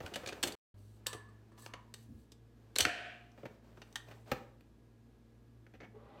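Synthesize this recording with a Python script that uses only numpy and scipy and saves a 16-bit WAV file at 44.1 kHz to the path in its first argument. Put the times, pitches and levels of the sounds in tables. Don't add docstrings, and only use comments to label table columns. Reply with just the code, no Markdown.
import sys
import numpy as np
from scipy import signal
from scipy.fft import rfft, irfft
from scipy.io import wavfile
from scipy.ndimage import uniform_filter1d

SR = 44100
rng = np.random.default_rng(int(sys.argv[2]) if len(sys.argv) > 2 else 0)


def bounce(signal):
    frames = np.transpose(np.atleast_2d(signal))
    limited = np.clip(frames, -1, 1)
    pcm = np.round(limited * 32767).astype(np.int16)
    wavfile.write(sys.argv[1], SR, pcm)


N = 273420
TIME = np.arange(N) / SR


def from_db(db):
    return 10 ** (np.asarray(db) / 20)


def rms_one(x):
    return x / np.sqrt(np.mean(x ** 2) + 1e-30)


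def at_hz(points, hz):
    f, value = np.transpose(points)
    return np.interp(np.log(np.maximum(hz, 1)), np.log(f), value)


def coloured(x, spectrum):
    gain = from_db(at_hz(spectrum, np.fft.rfftfreq(N, 1 / SR)))
    return rms_one(irfft(rfft(x) * gain, N))


def noise_band(x, low_hz, high_hz, order):
    return signal.sosfilt(signal.butter(order, [low_hz, high_hz], "band", fs=SR, output="sos"), x)


def drift(rate_hz):
    white = rfft(rng.standard_normal(N))
    return rms_one(irfft(white / (1 + (np.fft.rfftfreq(N, 1 / SR) / rate_hz) ** 2) ** 2, N))


def resonance(x, hz, width_hz):
    radius = np.exp(-np.pi * width_hz / SR)
    numerator = np.array([1, 0, -1]) * (1 - radius * radius) / 2
    denominator = [1, -2 * radius * np.cos(2 * np.pi * hz / SR), radius * radius]
    return signal.lfilter(numerator, denominator, x)


def fade(t, t60):
    return np.exp(-np.log(1000) * t / np.maximum(t60, 1e-3))


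def ringing(modes, size):
    t = TIME[:size]
    return sum(from_db(db) * fade(t, t60) * np.sin(2 * np.pi * (hz * t + rng.random()))
               for hz, db, t60 in modes)


def add(out, s, sound):
    at = max(0, int(s * SR))
    out[at:at + len(sound)] += sound[:N - at]


def since(s):
    return np.maximum(TIME - s, 0)


def strokes(rows, attack_s, t60):
    return sum(from_db(db) * np.minimum(since(s) / attack_s, 1) * fade(since(s + length), t60)
               for s, length, db in rows)


def friction(gain, spectrum, grain_db):
    grains = rng.standard_normal(N) * from_db(grain_db * drift(460))
    return gain * coloured(grains, spectrum)


# (frequency [Hz], density [dB per Hz])
AIR_COLOUR = [(20, -41.5), (35, -25), (55, -6), (80, -16), (115, -9.5), (170, -15.5), (235, -8.5),
              (320, -14.5), (450, -18), (600, -24.5), (1000, -29), (1750, -34.5), (4000, -39.5),
              (11000, -48.5), (14000, -47.5), (16000, -62)]
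AIR_DB = -66.5


def air():
    return from_db(AIR_DB) * coloured(rng.standard_normal(N), AIR_COLOUR)


# (multiple of its pitch [1], level [dB])
HUM_OVERTONES = [(2, -72), (3, -81.5), (4, -82.5), (6, -91.5)]
# (frequency [Hz], wander [Hz], level [dB])
DRONES = [(57.2, 2.2, -68.5), (328, 9, -81.5), (1662, 14, -89)]
HUM_START_S, HUM_SETTLE_S = 0.66, .33
HUM_FROM_HZ, HUM_TO_HZ, HUM_CREEP_HZ_PER_S = 97, 111.4, .75
HUM_DB, HUM_STRAIN_DB, HUM_STRAIN_S = -65, 7.5, .42


def hum(waver_db=3.0, wander_hz=1.3):
    t = since(HUM_START_S)
    hz = HUM_TO_HZ + (HUM_FROM_HZ - HUM_TO_HZ) * np.exp(-t / HUM_SETTLE_S) + HUM_CREEP_HZ_PER_S * t
    level_db = HUM_DB + HUM_STRAIN_DB * t / HUM_STRAIN_S * np.exp(1 - t / HUM_STRAIN_S)
    turns = np.cumsum(hz + wander_hz * drift(6.8)) / SR
    running = sum(from_db(db + waver_db * drift(4.4)) * np.sin(2 * np.pi * multiple * turns)
                  for multiple, db in [(1, level_db)] + HUM_OVERTONES)
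    drones = sum(from_db(db) * np.sin(2 * np.pi * np.cumsum(f + wander * drift(2 * wander)) / SR)
                 for f, wander, db in DRONES)
    return np.sqrt(2) * (running + drones)


# (frequency [Hz], t60 [s])
KITCHEN_DECAY = [(100, 0.38), (500, 0.58), (2500, 0.37), (6000, 0.27), (14000, .25)]


def kitchen(x, wet_db=-13, early_db=-13, early_t60=.09, size=26000):
    t, edges = TIME[:size], np.geomspace(70, 17000, 9)
    tail = sum(noise_band(rng.standard_normal(size), low, high, 2)
               * fade(t, at_hz(KITCHEN_DECAY, np.sqrt(low * high))) for low, high in zip(edges, edges[1:]))
    early = rng.standard_normal(size) * fade(t, early_t60)
    late_echo = from_db(wet_db) * rms_one(tail * (t > .007))
    early_echo = from_db(early_db) * rms_one(early * (t > .003))
    return signal.fftconvolve(x, (late_echo + early_echo) / np.sqrt(size))[:N]


# (time [s], length [s], level [dB])
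BUMP_STROKES = [(2.085, 0.081, -52.5)]
# (frequency [Hz], density [dB per Hz])
BUMP_SPECTRUM = [(30, -28), (65, 3.5), (150, -9), (265, 1.5), (360, -21), (700, -49.5)]


def bump(attack_s=0.016, t60=0.22):
    return strokes(BUMP_STROKES, attack_s, t60) * coloured(rng.standard_normal(N), BUMP_SPECTRUM)


# (time [s], length [s], level [dB])
RUB_STROKES = [(0, 0.075, -53.5), (.15, 0.23, -56.5), (.43, 0.024, -46.5), (.95, 1, -75), (2.55, 0.83, -74),
               (3.36, 0.18, -68.5), (3.62, 0.51, -70), (4.06, 0.065, -65), (4.255, 0.12, -57.5)]
# (frequency [Hz], density [dB per Hz])
RUB_SPECTRUM = [(20, -22.5), (80, -4.5), (250, 4.5), (600, 3), (1000, -1.5), (2800, -11.5), (5000, -16.5),
                (8500, -22), (11500, -34.5), (14000, -20), (16000, -30)]


def rubbing(attack_s=.03, t60=.45):
    return friction(strokes(RUB_STROKES, attack_s, t60), RUB_SPECTRUM, grain_db=1.0)


# (time [s], length [s], level [dB])
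BRUSH_STROKES = [(0, 0.62, -77), (.76, 0.21, -78.5), (1.12, .03, -71), (1.57, 0.089, -65),
                 (1.95, 0.093, -72.5), (2.16, 0.072, -81), (3.75, 0.52, -82)]
# (frequency [Hz], density [dB per Hz])
BRUSH_SPECTRUM = [(1180, -50), (2000, -16.5), (2530, -8.5), (4340, -4.5), (5070, -6), (8260, -5),
                  (9250, -7), (14200, -7), (16000, -12)]


def brushing(attack_s=0.021, t60=0.19, scrape_db=-1.5, ring_db=1, ring_width_hz=130):
    scrape = friction(strokes(BRUSH_STROKES, attack_s, t60), BRUSH_SPECTRUM, grain_db=2.0)
    singing = sum(resonance(scrape, hz, ring_width_hz) for hz, _, _ in CUP_MODES)
    return from_db(scrape_db) * scrape + from_db(ring_db) * singing


# (time [s], frequency [Hz], amplitude before swell and decay [dB], t60 [s])
ROCKING_BLOWS = [(0.043, 88, -35.5, 0.066), (0.441, 353, -33, 0.13), (2.818, 82.1, -35.5, 0.11),
                 (4.318, 505, -28.5, 0.044), (4.326, 343, -28.5, 0.046), (4.324, 56.4, -53, .15)]


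def thumps(swell_s=0.0034, size=12000):
    out, t = np.zeros(N), TIME[:size]
    for s, hz, db, t60 in ROCKING_BLOWS:
        swell = 1 - np.exp(-t / swell_s)
        add(out, s, from_db(db) * np.sin(2 * np.pi * hz * t) * fade(t, t60) * swell)
    return out


# (time [s], level [dB], brightness [dB per octave])
CUP_TAPS = [(1.0658, -50, 3.5), (1.13, -54.5, 2), (1.287, -72, -2), (1.518, -74.5, -2), (1.577, -70.5, -6),
            (1.62, -65.5, 3), (1.661, -69.5, -11), (1.7356, -74, -24.5)]
# (frequency [Hz], level [dB], t60 [s])
CUP_MODES = [(984, -4, 0.51), (1093, -4, 0.46), (1189, 2.5, 0.21), (1730, -3.5, 0.55), (1810, -12.5, 0.15),
             (2850, -22.5, 0.14), (3940, -19, 0.17), (4500, -9, 0.2), (6038, -18, .22), (7650, -10, 0.11),
             (8030, -3, 0.073), (8450, -13, 0.27), (10250, -15, 0.162)]


def capsule(rattle_hz_per_khz=22, size=24000):
    out = np.zeros(N)
    for s, tap_db, tilt in CUP_TAPS:
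        for hz, mode_db, t60 in CUP_MODES:
            noise = rng.standard_normal(2 * size)
            blurred = resonance(noise, hz, rattle_hz_per_khz * hz / 1000)[size:]
            level_db = tap_db + mode_db + tilt * np.log2(hz / 1700)
            add(out, s, from_db(level_db) * rms_one(blurred) * fade(TIME[:size], t60))
    return out


# (time [s], level [dB])
JOLTS = [(.160, -66), (.436, -73.5), (2.806, -51.5), (2.853, -42.5)]
# (frequency [Hz], relative level [dB], t60 [s])
COIL_MODES = [(564, -10, 0.9), (664, -4, 0.71), (704, 1.5, 0.94), (722, -1, 0.91), (1598, -3.5, 0.48),
              (1780, -4.5, .7), (2600, -6, 0.48), (2413, -5, .6), (2680, -10, 0.75), (2519, -6, .7),
              (3050, -7.5, 0.76)]
# (frequency [Hz], density [dB per Hz])
COIL_SPECTRUM = [(100, -29.5), (350, -14.5), (560, -10.5), (700, 0.5), (900, -17.5), (1150, -13.5),
                 (1620, 1), (2100, -7), (2450, -2), (3050, -6.5), (3500, -15), (4300, -16), (6000, -19),
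                 (8000, -21.5), (11000, -34.5), (16000, -48.5)]


def springs(buzz_t60=1.7, buzz_s=0.25, release_t60=0.54, treble_t60=0.62, treble_hz=3800,
            clear_db=-6, size=40000):
    t = TIME[:size]
    crowd = coloured(rng.standard_normal(N), COIL_SPECTRUM)[:size]
    low, high = (signal.sosfilt(signal.butter(4, treble_hz, side, fs=SR, output="sos"), crowd)
                 for side in ("low", "high"))
    two_stage_decay = fade(np.minimum(t, buzz_s), buzz_t60) * fade(np.maximum(t - buzz_s, 0), release_t60)
    buzz = low * two_stage_decay + high * fade(t, treble_t60)
    clear = ringing(COIL_MODES, size)
    ring = buzz + from_db(clear_db) * clear / clear[:size // 20].std()
    out = np.zeros(N)
    for s, db in JOLTS:
        add(out, s, from_db(db) * ring)
    return out


# (frequency [Hz], width [Hz], gain [dB])
CASING_MODES = [(217, 90, -2.5), (402, 107, -3.5), (582, 26, 1.5), (800, 27, 0), (997, 29, -2),
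                (1160, 110, -4.5), (1960, 49, -8.5), (2470, 67, -17), (3390, 1700, -19)]
MOTOR_START_S, MOTOR_ATTACK_S = 5.94, 0.013
WHINE_START_HZ, WHINE_OCTAVES_PER_S = 406, 2.7
WHINE_DB, WHINE_DB_PER_S = -53, -21
WHIRR_DB, WHIRR_DB_PER_S = -64, 18


def motor(flutter=0.023, throb_db=7.0, overtone_db=-17, brighten_db=6.0,
          casing_low_hz=130, casing_high_hz=3000):
    t = since(MOTOR_START_S)
    hz = WHINE_START_HZ * 2 ** (WHINE_OCTAVES_PER_S * t)
    phase = 2 * np.pi * np.cumsum(hz * (1 + flutter * drift(62))) / SR
    tones = np.sin(phase) + from_db(overtone_db) * np.sin(2 * phase)
    whine = rms_one(tones * from_db(throb_db * drift(50)))
    whine = whine * sum(from_db(db) / (1 + (2 * (hz - f) / width) ** 2) for f, width, db in CASING_MODES)
    slowness = np.log2(hz[-1] / hz)
    whirr = 0
    for f, width, db in CASING_MODES:
        mode_db = db - brighten_db * slowness * max(np.log2(f / 570), 0)
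        whirr = whirr + from_db(mode_db) * resonance(rng.standard_normal(N), f, width)
    whirr = noise_band(whirr, casing_low_hz, casing_high_hz, 2)
    whine_part = from_db(WHINE_DB + WHINE_DB_PER_S * t) * whine
    whirr_part = from_db(WHIRR_DB + WHIRR_DB_PER_S * t) * rms_one(whirr)
    return np.minimum(t / MOTOR_ATTACK_S, 1) * (whine_part + whirr_part)


# (frequency [Hz], width [Hz], gain [dB])
HOUSING_MODES = [(361.8, 82, 5), (511, 69, 11), (700, 60, 0.5), (1313, 160, 7.5), (1702, 470, 7.5),
                 (2180, 200, -11.5), (2970, 830, 6.5), (3590, 660, 8.5), (4300, 400, 6), (6060, 500, 4),
                 (7720, 1300, 6.5), (13400, 970, 12)]
BAND_EDGES = [60, 250, 900, 2400, 6000, 11000, 16000]
BASS_TOP_HZ = 900
TYPICAL_CONTACT_S, CHATTER_POWER = .003, .42


def knocks(rows, colour, chatter_t60, pivot_hz, lift_db, crack, part_db, part_width=0.096, lift_octaves=.7,
           grit_db=2.5, hollow_hz=1020, hollow_width_hz=350, hollow=0.35, size=8192):
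    out, t = np.zeros(N), TIME[:size]
    bands = list(zip(BAND_EDGES[:-1], BAND_EDGES[1:]))
    centres = np.sqrt(np.prod(bands, axis=1))
    for s, level_db, weight_db, brightness, contact, hz in rows:
        t60 = chatter_t60 * (contact / TYPICAL_CONTACT_S) ** CHATTER_POWER
        grit = from_db(grit_db * np.repeat(rng.standard_normal(size // 16), 16))
        force = rng.standard_normal(size) * grit * fade(np.maximum(t - contact, 0), t60) + 1e-18
        force[0] += crack * np.sqrt(np.sum(force ** 2)) / 10
        shell = force + sum(from_db(db) * resonance(force, f, width) for f, width, db in HOUSING_MODES)
        shell = shell + from_db(part_db) * resonance(shell, hz, part_width * hz)
        shell = shell - hollow * resonance(shell, hollow_hz, hollow_width_hz)
        touch_db = np.where(centres < BASS_TOP_HZ, weight_db, brightness * np.log2(centres / pivot_hz))
        near_part = np.exp(-(np.log2(centres / hz) / lift_octaves) ** 2)
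        levels = level_db + at_hz(colour, centres) + touch_db + lift_db * near_part
        for (low, high), db in zip(bands, levels):
            band = rms_one(noise_band(shell, low, high, 3))
            add(out, s, from_db(db) * band * np.sqrt(.02 * SR / size))
    return out


# (time [s], level over 20 ms [dB], weight of the bass [dB], brightness [dB per octave],
#  contact time [s], pitch of the struck part [Hz])
DULL_BLOWS = [(.004, -49, 0, 0.5, 0.0034, 637), (.034, -65.5, 13.5, -4, .01, 310),
              (.117, -57.5, 3, -1.5, 0.013, 616), (.158, -57, 10.5, 4, 0.0081, 570),
              (.234, -52.5, 2.5, -1, 0.007, 1290), (.452, -58.5, 7.5, 7.5, 0.012, 600),
              (1.147, -64.5, 11.5, 4, 0.0026, 458), (1.518, -66, -4, -6, 0.0028, 1530),
              (2.864, -53, 11, 1.5, .005, 740), (3.377, -62, 3, -1.5, 0.0081, 1540),
              (3.432, -57.5, 5.5, -6, .005, 430), (3.4547, -49, 0.5, 0, 0.0049, 929),
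              (3.772, -59.5, 1, -0.5, .0064, 1400), (4.085, -66.5, 5.5, 3.5, .004, 2510),
              (4.112, -54, -7, 0.5, 0.0051, 620), (4.3155, -35, -3, 2, 0.0039, 806),
              (4.324, -45, 1.5, -2.5, .002, 214), (4.608, -72, 0.5, 4, .0015, 2500),
              (5.666, -63.5, -4.5, -.5, .0018, 1288), (5.738, -60, 0.5, 0, 0.015, 2400),
              (5.818, -50.5, -3, -2.5, .03, 2135)]
# (frequency [Hz], level [dB per band])
BLOW_SPECTRUM = [(122, -2.5), (470, 0.87), (1470, -4.5), (3790, -13.5), (8120, -26), (13270, -27)]


def blows():
    return knocks(DULL_BLOWS, BLOW_SPECTRUM, chatter_t60=.036, pivot_hz=905, lift_db=3.0, crack=2.9, part_db=3.5)


# (time [s], level over 20 ms [dB], weight of the bass [dB], brightness [dB per octave],
#  contact time [s], pitch of the struck part [Hz])
HARD_SNAPS = [(.0615, -51.5, 0.5, -3, 0.0024, 1530), (.138, -49, 0, -1, 0.0074, 2940),
              (.157, -44.5, -0.5, -0.5, .004, 1730), (.261, -50, 1.5, -2, .002, 2360),
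              (.273, -47, 7, -2, 0.0049, 6940), (.288, -47.5, 6, -2.5, .0045, 2480),
              (.3243, -51.5, 10, -4, .005, 1500), (.4285, -39, -7.5, 2, .005, 7870),
              (.435, -36, 3.5, .5, 0.0036, 1700), (.473, -49, 6, 4, .008, 2090),
              (.522, -58.5, 2, 3, .002, 4500), (1.063, -55, 0, -9, .0015, 1720),
              (1.0675, -46.5, 4.5, 5.5, 0.0003, 3920), (1.130, -52, 8.5, 0.5, 0.0039, 1250),
              (1.577, -68, 10.5, -1, .006, 1250), (1.662, -53, 6, -3.5, .0008, 940),
              (1.7367, -51.5, 6, -5, 0.0018, 1130), (1.9401, -54, -3, 1, 0.0017, 8400),
              (2.319, -67, 10, 2.5, .0025, 5100), (2.757, -50, -7, 1, .0021, 720),
              (2.761, -39, 0.5, -0.5, .0008, 4220), (2.7851, -37, -16, 3.5, 0.00048, 7700),
              (2.789, -37, 5, 0, 0.012, 2970), (2.8033, -41.5, -6, 0.5, .0056, 3050),
              (2.8059, -32.5, -14, 1.15, 0.0027, 6120), (2.821, -43.5, 2, 1.5, .009, 4170),
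              (2.8513, -32, 0.5, -5.5, .0004, 1643), (3.317, -79.5, 5, -0.5, .001, 5500),
              (3.8178, -57.5, 6, -6, .0025, 2760), (3.926, -73, 4, 3, .0015, 5800),
              (3.957, -42.5, -11, -1, 0.0018, 1860), (5.803, -62, 12, -9.5, .006, 2135)]
# (frequency [Hz], level [dB per band])
SNAP_SPECTRUM = [(122, -19.5), (470, -7.5), (1470, -4.5), (3790, 0.02), (8120, -5.5), (13270, -15.5)]


def snaps():
    return knocks(HARD_SNAPS, SNAP_SPECTRUM, chatter_t60=.032, pivot_hz=2400, lift_db=3.5, crack=2.3, part_db=7.5)


def scene():
    machine = snaps() + blows() + rubbing() + thumps() + springs() + capsule() + brushing() + motor()
    return (machine + kitchen(machine) + bump() + hum() + air())[None]


# (start [s], end [s])
DROPOUT = (.552, .742)


def record(dry):
    inside = (TIME > DROPOUT[0]) & (TIME < DROPOUT[1])
    live = uniform_filter1d(np.where(inside, .004, 1.), size=90)
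    low_pass = signal.cheby2(16, 70, 16900, fs=SR, output="sos")
    return signal.sosfilt(low_pass, dry * live)


dry = scene()
out = record(dry)
bounce(out)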